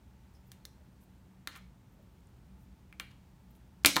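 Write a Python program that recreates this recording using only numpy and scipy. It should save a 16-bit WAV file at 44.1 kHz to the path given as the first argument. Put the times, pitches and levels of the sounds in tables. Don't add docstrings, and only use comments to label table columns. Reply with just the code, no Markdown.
import sys
import numpy as np
from scipy import signal
from scipy.fft import rfft, irfft
from scipy.io import wavfile
from scipy.ndimage import uniform_filter1d

SR = 44100
rng = np.random.default_rng(int(sys.argv[2]) if len(sys.argv) > 2 else 0)


def put_to_file(sound):
    columns = np.atleast_2d(sound).T
    safe = np.clip(columns, -1, 1)
    whole_steps = np.round(safe * 32767)
    wavfile.write(sys.argv[1], SR, whole_steps.astype(np.int16))


def volts(x):
    e = np.asarray(x, float) / 20
    return 10 ** e


N = 176400


def unit(x):
    return x / np.sqrt(np.mean(x ** 2))


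def band(x, hz, width_hz):
    return signal.lfilter(*signal.iirpeak(hz, hz / width_hz, fs=SR), x)


def walk(rate_hz):
    k = int(SR / rate_hz)
    steps = np.repeat(rng.standard_normal(N // k + 1), k)
    return 1.3 * uniform_filter1d(uniform_filter1d(steps, k), k)[:N]


def decay(t, t60):
    return np.exp(-np.log(1000) * t / t60)


def ring(modes, gains, size):
    hz, db, t60 = np.array(modes).T[:, :, None]
    t = np.arange(size) / SR
    return np.sum(gains[:, None] * volts(db) * np.sin(2 * np.pi * hz * t) * decay(t, t60), axis=0)


def add(out, s, x):
    i = int(round(s * SR))
    out[i:i + len(x)] += x[:N - i]


# [f/Hz, level/dB per Hz]
ROOM_TONE = [(15, -21), (25, -20), (53, -1.5), (192, -8), (496, -24), (877, -26), (4860, -39.5),
             (14800, -45), (16500, -49)]


def air():
    dip_hz, dip_width_hz, dip_db = 10600, 500, -3.5
    level_db, swell_db, flicker_db = -59.5, -0.27, 0.42
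    f = np.fft.rfftfreq(N, 1 / SR) + 1
    tone_hz, tone_db = np.array(ROOM_TONE).T
    dip = dip_db * np.exp(-.5 * ((f - dip_hz) / dip_width_hz) ** 2)
    shape = volts(np.interp(np.log(f), np.log(tone_hz), tone_db) + dip)
    noise = rfft(rng.standard_normal(N)) * shape
    swell = walk(1.5)
    out = np.zeros(N)
    for k in range(20):
        part = np.clip(1 - np.abs(2 * np.log2(f / 25) - k), 0, 1)
        out += irfft(noise * part, N) * volts(swell_db * swell + flicker_db * walk(9.53))
    return volts(level_db) * unit(out)


# [f/Hz, width/Hz, level/dB]
APPLIANCE_HUM = [(60.2, 26, -61), (123.75, 11.6, -68.5), (187, 13.6, -65.5), (879, 97, -81.5)]


def hum():
    out = np.zeros(N)
    for hz, width_hz, db in APPLIANCE_HUM + [(15300, 150, -90)]:
        noise = rng.standard_normal(N)
        out += volts(db) * unit(band(band(noise, hz, width_hz), hz, width_hz))
    return out


# [f/Hz, t60/s, level/dB]
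WALLS = [(268, 0.28, -23), (740, 0.2, -27), (1500, 0.13, -17), (2400, 0.34, -21), (4500, .4, -21),
         (7500, 0.41, -34), (13000, 0.13, -17)]


def room(x):
    early_t60_s, early_db = 0.15, -46.5
    t = np.arange(22050) / SR
    tail = np.zeros(len(t))
    for hz, t60, db in WALLS:
        tail += volts(db) * unit(band(rng.standard_normal(len(t)), hz, hz * 0.71)) * decay(t, t60)
    tail *= np.clip(t / 0.002, 0, 1)
    early = volts(early_db) * rng.standard_normal(len(t)) * decay(t, early_t60_s) * (t > .0015)
    return signal.fftconvolve(x, (tail + early) * 0.089)[:N]


# [t/s, length/s, level/dB, f/Hz, width/Hz]
SLIDES = [(0.337, .04, -78, 5300, 1200), (0.345, 0.017, -74, 5320, 300), (0.334, 0.043, -78, 11600, 6000),
          (0.46, 0.032, -73.5, 13900, 4000), (1.0, .06, -72.5, 12800, 7000),
          (1.493, 0.07, -60.5, 2100, 2840), (1.543, 0.032, -53, 1580, 1500),
          (1.552, 0.038, -71, 11000, 9000), (1.916, 0.042, -81, 13000, 4000),
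          (2.012, 0.028, -79, 14100, 4000), (2.58, 0.077, -77.5, 12500, 6000),
          (3.014, 0.076, -67, 2400, 600), (3.104, 0.02, -63.5, 1900, 2500),
          (3.502, 0.017, -71, 14100, 4000), (3.542, 0.037, -74, 12500, 6000), (.8, 0.029, -72.5, 580, 78),
          (1.987, 0.027, -67.5, 567, 80)]


def rubs():
    grit_db = 2.5
    out = np.zeros(N)
    for s, length, db, hz, width_hz in SLIDES:
        grit = volts(grit_db * np.repeat(rng.exponential(size=200), 40))
        noise = rng.standard_normal(8000) * grit
        stroke = np.sin(np.pi * np.clip(np.arange(8000) / SR / length, 0, 1))
        add(out, s, volts(db) * unit(band(band(noise, hz, width_hz), hz, width_hz * 2)) * stroke)
    return out


# [f/Hz, level/dB, t60/s]
DESK_MODES = [(89.2, -42, 0.044), (227, -49.5, 0.36), (278.2, -35, 0.041), (328.5, -29, 0.04),
              (518, -33, 0.087), (605, -27.5, 0.02), (760, -31, 0.027)]


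def desk(hits, thud_db):
    out, thud = np.zeros(N), ring(DESK_MODES, np.ones(len(DESK_MODES)), size=9000)
    for s, db, *_ in hits:
        add(out, s, volts(db + thud_db) * thud)
    return out


# [f/Hz, level/dB, t60/s]
BARREL = [(1020, -2, 0.086), (1350, -8.5, 0.09), (1760, 7, 0.01), (2076, -4, 0.055), (2410, 4.5, 0.013),
          (2754, -2, 0.022), (3260, -6, 0.02), (3550, 1, 0.017), (4230, 8, 0.0067), (5320, -2.5, 0.024),
          (6010, 2.5, 0.014), (7000, -1, .015), (9100, -2, 0.013), (13200, -6, 0.011)]


def pen(hits, dull_hz, wet_db):
    favour_oct, scatter_db = .35, 2
    modes_db, sent_modes_db = -11.5, -10
    rebound_s, rebound_db = .0009, -5
    linger_s, linger_db = .005, -20
    out, sent, t = np.zeros(N), np.zeros(N), np.arange(2600) / SR
    hz = np.array(BARREL)[:, 0]
    signs = (-1) ** np.arange(len(hz))
    sharp = np.vstack([signal.butter(2, 4000, "high", fs=SR, output="sos"),
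                       signal.butter(1, dull_hz, fs=SR, output="sos"),
                       signal.butter(6, 15900, fs=SR, output="sos")])
    click = signal.sosfilt(sharp, 1. * (t == 0))
    for s, db, favour_hz, treble_db, chatter_s in hits:
        luck = volts(scatter_db * rng.standard_normal(len(hz)))
        near = np.exp(-.5 * (np.log2(hz / favour_hz) / favour_oct) ** 2) * luck
        modes = volts(modes_db) * ring(BARREL, near * signs, size=len(t))
        knock = ring([(favour_hz, 0, 3.3 / favour_hz)], np.ones(1), size=len(t))
        knock = signal.lfilter(*signal.butter(3, 0.43 * favour_hz, "high", fs=SR), knock)
        fade = np.exp(-t / chatter_s) + volts(linger_db) * np.exp(-t / linger_s)
        chatter = volts(treble_db + 1) * fade * signal.sosfilt(sharp, rng.standard_normal(len(t)))
        add(out, s, volts(db) * (knock + modes + chatter))
        add(out, s + rebound_s, volts(db + rebound_db) * knock)
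        tick = volts(treble_db + 1 + wet_db) * click * np.sqrt(np.sum(fade ** 2))
        add(sent, s, volts(db) * (knock + volts(sent_modes_db) * modes + tick))
    return np.array([out, sent])


# [t/s, level/dB, favoured f/Hz, treble/dB, chatter/s]
SPIN_CLICKS = [(.5176, -42, 3550, 7.5, 0.00038), (.5178, -47, 1850, -20, 0.00044),
               (0.6526, -35.5, 4900, -3, 0.0012), (.6526, -44, 2000, -22.5, .0005),
               (.6524, -38.5, 3450, -18, 0.00035), (1.4734, -25.5, 1690, -3, 0.0007),
               (1.4738, -25.5, 3700, -15, 0.00059), (1.487, -44, 3500, -24, 0.0008),
               (1.5535, -42, 2980, -11, 0.00082), (1.5605, -50.5, 1970, 5, 0.00091),
               (1.5671, -49, 1700, -3, .001), (1.5735, -57.5, 9000, 8, 0.0012),
               (2.2045, -66, 6500, 4, 0.00056), (2.271, -53, 8700, -22, .0005),
               (2.9266, -41, 2180, -14, 0.00072), (2.9984, -21, 2870, -8.5, .0004),
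               (3.0008, -30, 1560, -28, 0.00027), (3.0078, -50, 2000, -3, .003),
               (3.1161, -55, 1780, -8, 0.00088), (3.5525, -60, 3200, -1, .0005)]


def spin():
    return pen(SPIN_CLICKS, dull_hz=19000, wet_db=-5) + desk(SPIN_CLICKS, thud_db=-6.5)


# [t/s, level/dB, favoured f/Hz, treble/dB, chatter/s]
LANDINGS = [(3.8357, -62.5, 4800, 18.5, 0.00019), (3.8479, -3, 2620, -14.5, 0.0018),
            (3.8485, -13.5, 1350, -21, .001), (3.859, -5.5, 4900, -2, 0.0028),
            (3.862, -6.5, 2650, -7.5, 0.0018), (3.8704, -13.5, 2480, -1, 0.00057),
            (3.9592, -16, 4540, -16, 0.003), (3.9657, -9.5, 3830, -13.5, 0.0028),
            (3.966, -11.5, 1290, -42, .001), (3.9715, -11.5, 1020, -35, 0.0011),
            (3.9789, -43, 4500, -10, 0.00077)]


def fall():
    return pen(LANDINGS, dull_hz=11000, wet_db=0) + desk(LANDINGS, thud_db=0)


def scene():
    hits, sent = spin() + fall()
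    slides = rubs()
    soft = slides + room(sent + slides) + air() + hum()
    below_top = signal.ellip(8, .3, 60, 15850, fs=SR, output="sos")
    return (hits + signal.sosfilt(below_top, soft))[None]


def roll_off(x):
    return signal.sosfilt(signal.butter(12, 16640, fs=SR, output="sos"), x)


def record(dry):
    mix = signal.lfilter(*signal.butter(2, 42, "high", fs=SR), dry)
    return roll_off(mix)


dry = scene()
out = record(dry)
put_to_file(out)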